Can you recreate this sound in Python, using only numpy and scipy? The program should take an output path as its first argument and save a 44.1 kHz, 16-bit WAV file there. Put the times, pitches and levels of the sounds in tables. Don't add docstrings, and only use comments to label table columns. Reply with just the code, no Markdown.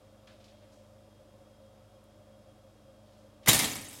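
import sys
import numpy as np
from scipy import signal
from scipy.fft import rfft, irfft
from scipy.io import wavfile
from scipy.ndimage import uniform_filter1d

SR = 44100
rng = np.random.default_rng(int(sys.argv[2]) if len(sys.argv) > 2 else 0)


def invert_db(level):
    return 10 ** (np.asarray(level, dtype=float) / 20)


def digitize_waveform(pressure):
    field = np.atleast_2d(pressure).T
    bounded = np.clip(field, -1, 1)
    quanta = np.round(bounded * 32767).astype(np.int16)
    wavfile.write(sys.argv[1], SR, quanta)


N = 176400
TAIL_N = 22050

# f/Hz, level/dB
FRIDGE_PARTIALS = [(49.2, -69), (75, -74), (99.9, -65), (112.2, -77), (124.7, -76), (212, -67), (299.5, -90.5),
                   (2755, -91), (2804.6, -93.5), (3247.8, -89.5), (3297, -85.5), (3690.9, -86.5), (4970, -90),
                   (5167, -102)]
# f/Hz, width/Hz, level/dB
CABINET = [(108.4, 58, -69), (208, 47, -74), (302.5, 54, -70.5), (536.6, 25.3, -63.5), (601, 47, -65.5),
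           (727, 58, -74), (1140, 650, -75), (3260, 32, -82.5), (5190, 500, -87)]
# f/Hz, level/dB
AIR_SPECTRUM = [(60, -31), (160, -14.5), (460, -9), (900, -14.5), (1800, -24), (3500, -25), (11000, -31.5),
                (16000, -41)]
# t/s, level/dB, f/Hz, t60/s
FAR_KNOCKS = [(.2724, -58, 2980, 0.28), (.275, -62, 1290, 0.38), (.31, -67, 3050, 0.54),
              (.4016, -64.5, 3300, 0.3), (.4411, -60, 3800, 0.23), (.48, -66, 3320, 0.74),
              (.62, -71.5, 2520, 0.84), (.72, -69, 5300, 0.7), (1.651, -69, 600, 0.047),
              (2.04, -66, 11000, .03), (3.06, -72, 3500, .6), (3.12, -73, 3480, 0.67),
              (3.18, -75, 5000, 0.67), (3.4308, -61.5, 3000, 0.3)]
BLOW_TIMES_S = [3.4603, 3.4722, 3.4765, 3.484, 3.4895, 3.4955, 3.504, 3.52, 3.532, 3.545, 3.5905, 3.598,
                3.619, 3.647, 3.755]
# level/dB, length/s, treble/dB, thud/dB
CARRIAGE_BLOWS = [(-30.5, 0.053, -3, -12), (-23, 0.021, -5, -11), (-23.5, 0.013, -7, -7),
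                  (-17.5, 0.011, 5, 0), (-18, 0.0029, -2, -6), (-20, 0.0052, -3, 0.5),
                  (-26.5, 0.0038, -5, -4), (-38, .006, 3, -6), (-28, .006, 7, 1), (-27, .01, -1, -4),
                  (-26, 0.0053, 3.5, -11), (-27.5, 0.0097, -5, -20), (-35, 0.0038, -19, -12),
                  (-29, 0.0065, -3, 1), (-42, 0.0084, -5, -6)]
# t/s, level/dB, treble/dB
WIRE_RATTLE = [
    (3.479, -51, 12),
    (3.49, -37, 6.5),
    (3.58, -33.5, 7.5),
    (3.629, -29.5, -0.5),
    (3.68, -39.5, 2.5),
    (3.77, -42.5, -4.5),
    (3.799, -46.5, -3.5),
    (3.9, -51, 0),
    (4, -53, 4),
]
# t/s, level/dB, f/Hz, t60/s
STRUCK_PARTS = [(3.473, -22, 2070, .08), (3.486, -18, 11500, 0.027), (3.489, -18.5, 3070, 0.046),
                (3.492, -25, 1960, 0.076), (3.53, -22, 12600, 0.045), (3.545, -27, 9000, .06),
                (3.5915, -26, 9300, .06), (3.593, -31, 2040, 0.19), (3.594, -31.5, 3800, 0.11),
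                (3.64, -35.5, 3300, 0.082), (3.714, -39, 6840, 0.1), (3.75, -44, 11500, .12),
                (3.755, -49.5, 2130, 0.13), (3.76, -41, 8240, .1), (3.811, -46.5, 8600, 0.09),
                (3.815, -51, 12500, .1), (3.838, -52, 10400, .12), (3.852, -49.5, 6550, .12),
                (3.8838, -45.5, 8500, 0.11), (3.8845, -49, 10300, 0.083), (3.9262, -50.5, 8140, 0.1),
                (3.928, -55, 12900, .12), (3.968, -55, 10400, 0.16)]
# f/Hz, level/dB
STEEL_SPECTRUM = [(150, 2), (300, -5), (1000, -2), (1550, -5), (1900, -5.5), (4400, -2.5), (10000, -1.5),
                  (16000, -11.5)]
# f/Hz, level/dB, t60/s
PANEL_MODES = [(1035, -8, 0.071), (1887, 3.5, .06), (2323, 5.5, 0.068), (2820, 5, 0.048),
               (3394, 8.5, 0.043), (3800, 13.5, .03), (5270, 3, 0.029), (6270, -19, 0.057), (8500, 0, .02),
               (9300, -14, 0.02), (11500, -12, 0.014)]
# f/Hz, level/dB, t60/s
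SHELL_MODES = [(124.3, 0.5, 0.081), (230, -1.5, 0.058), (254, -0.5, 0.046), (280, 1, 0.06),
               (403, -7, 0.055), (740, 7, 0.013)]
# f/Hz, level/dB, t60/s
RACK_MODES = [(1970, -8, .3), (2240, -19, .4), (3940, 5, 0.46), (4970, -11, 0.32), (5600, -12, .4),
              (6400, 7, 0.81), (7250, 8, .35), (8123, 0, .4), (9300, -2, 0.45), (10360, -6, .5),
              (11300, -5, 0.45), (12090, -7, 0.59), (13400, -1, .4)]

AIR_DB, WOBBLE_DB = -65.5, 0.6
CLICKS_PER_S, CLICK_SPREAD_DB = 6000, 1.5
ATTACK_S, SHEET_T60_S, WIRE_T60_S = 0.0006, 0.012, 0.028
STEEL_DB, PANELS_DB, SHELL_DB, RACKS_DB, WIRES_DB = 2, -13.5, -9.5, -22, -12
ROOM_DB, ROOM_T60_S, ROOM_TOP_HZ = -10.5, 0.54, 5000
PHONE_LOW_HZ, PHONE_TOP_HZ, PHONE_LIMIT = 40, 15950, 0.69


def unit(x):
    return x / np.sqrt(np.mean(x ** 2))


def colour(x, points):
    hz, db = np.array(points, float).T
    f = np.arange(len(x) // 2 + 1) * SR / len(x) + 1
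    gain = invert_db(np.interp(np.log(f), np.log(hz), db))
    return irfft(rfft(x) * gain, len(x))


def resonate(x, hz, width_hz):
    b, a = signal.iirpeak(min(hz, 18000), hz / width_hz, fs=SR)
    return signal.lfilter(b, a, signal.lfilter(b, a, x))


def fade(t60_s, size=TAIL_N):
    return np.exp(-np.log(1000) * np.arange(size) / SR / t60_s)


def through(x, h):
    return signal.fftconvolve(x, h)[:len(x)]


def walk(rate_hz):
    k = int(SR / rate_hz)
    smooth = uniform_filter1d(rng.standard_normal(N), k)
    return unit(uniform_filter1d(smooth, k))


def add(out, t_s, x):
    i = int(t_s * SR)
    out[i:i + len(x)] += x[:len(out) - i]


def fridge():
    t = np.arange(N) / SR
    wobble = walk(9)
    out = np.zeros(N)
    for k, (hz, db) in enumerate(FRIDGE_PARTIALS):
        drift_db = WOBBLE_DB * np.roll(wobble, 9000 * k) if k > 0 else 0
        out += invert_db(db + drift_db) * np.sqrt(2) * np.sin(2 * np.pi * hz * t + k)
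    for hz, width_hz, db in CABINET:
        out += invert_db(db) * unit(resonate(rng.standard_normal(N), hz, width_hz))
    air = unit(colour(rng.standard_normal(N), AIR_SPECTRUM))
    return out + invert_db(AIR_DB + 0.5 * walk(0.48)) * air


def struck(rows, q, sparse):
    out = np.zeros(N)
    for t_s, db, hz, t60_s in rows:
        x = rng.standard_normal(TAIL_N)
        tone = unit(resonate(x * np.abs(x) ** sparse, hz, hz / q))
        add(out, t_s, invert_db(db) * tone * fade(t60_s))
    return out


def contacts():
    hit = rng.random(N) < CLICKS_PER_S / SR
    size = invert_db(CLICK_SPREAD_DB * rng.exponential(size=N))
    return unit(hit * rng.standard_normal(N) * size)


def sheet_noise():
    power = through(contacts() ** 2, fade(SHEET_T60_S, size=2000) ** 2)
    return unit(np.sqrt(np.abs(power)) * rng.standard_normal(N))


def ring(modes):
    t = np.arange(TAIL_N) / SR
    h = sum(invert_db(db) * fade(t60_s) * np.sin(2 * np.pi * hz * t) for hz, db, t60_s in modes)
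    return h / np.linalg.norm(h)


def carriage():
    t = np.arange(N) / SR
    rattle_s, rattle_db, rattle_treble_db = np.array(WIRE_RATTLE).T
    body = invert_db(np.interp(t, rattle_s, rattle_db, left=-200) + 1.14 * walk(31))
    treble = body * invert_db(np.interp(t, rattle_s, rattle_treble_db))
    thud = invert_db(2) * body
    attack = np.minimum(np.arange(1, 6001) / SR / ATTACK_S, 1)
    for t_s, (db, length_s, treble_db, thud_db) in zip(BLOW_TIMES_S, CARRIAGE_BLOWS):
        blow = invert_db(db) * fade(6.4 * length_s, size=6000) * attack
        add(body, t_s, blow)
        add(treble, t_s, invert_db(treble_db) * blow)
        add(thud, t_s, invert_db(thud_db) * blow)
    return body, treble, thud


def shell(thud):
    highpass = signal.butter(4, 100, "high", fs=SR, output="sos")
    boom = through(rng.standard_normal(N) * thud, ring(SHELL_MODES))
    return invert_db(SHELL_DB) * signal.sosfilt(highpass, boom)


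def wires(drive, count=500):
    out, t = np.zeros(N), np.arange(TAIL_N) / SR
    start_s, end_s = WIRE_RATTLE[0][0], WIRE_RATTLE[-1][0] - 0.001
    for when, pitch, size in rng.random((count, 3)):
        t_s = start_s + when * (end_s - start_s)
        hz = 1800 * 8.3 ** pitch
        force = drive[int(t_s * SR)] * invert_db(11.3 * size)
        add(out, t_s, force * fade(WIRE_T60_S) * np.sin(2 * np.pi * hz * t))
    return invert_db(WIRES_DB) * out


def toaster():
    body, treble, thud = carriage()
    grain = sheet_noise()
    lowpass = signal.butter(2, 5000, fs=SR, output="sos")
    knock = signal.sosfilt(lowpass, grain * (body - treble)) + grain * treble
    steel = invert_db(STEEL_DB) * colour(knock, STEEL_SPECTRUM)
    panels = invert_db(PANELS_DB) * through(knock, ring(PANEL_MODES))
    racks = invert_db(RACKS_DB) * through(knock, ring(RACK_MODES))
    return steel + panels + racks + wires(body) + shell(thud)


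def kitchen(x):
    h = rng.standard_normal(TAIL_N) * fade(ROOM_T60_S)
    h[:201] = 0
    h = signal.lfilter(*signal.butter(1, ROOM_TOP_HZ, fs=SR), h)
    return invert_db(ROOM_DB) * through(x, h / np.linalg.norm(h))


def scene():
    background = fridge() + struck(FAR_KNOCKS, q=1.0, sparse=0.26)
    near = toaster() + struck(STRUCK_PARTS, q=5.4, sparse=0.5)
    return (near + kitchen(near) + background)[None]


def low_pass(x):
    return signal.sosfilt(signal.butter(12, 16410, fs=SR, output="sos"), x)


def record(dry):
    highpass = signal.butter(3, PHONE_LOW_HZ, "high", fs=SR, output="sos")
    lowpass = signal.ellip(10, 0.3, 70, PHONE_TOP_HZ, fs=SR, output="sos")
    heard = signal.sosfilt(highpass, dry)
    rounded = PHONE_LIMIT * np.tanh(heard / PHONE_LIMIT)
    mix = signal.sosfilt(lowpass, rounded)
    return low_pass(mix)


dry = scene()
out = record(dry)
digitize_waveform(out)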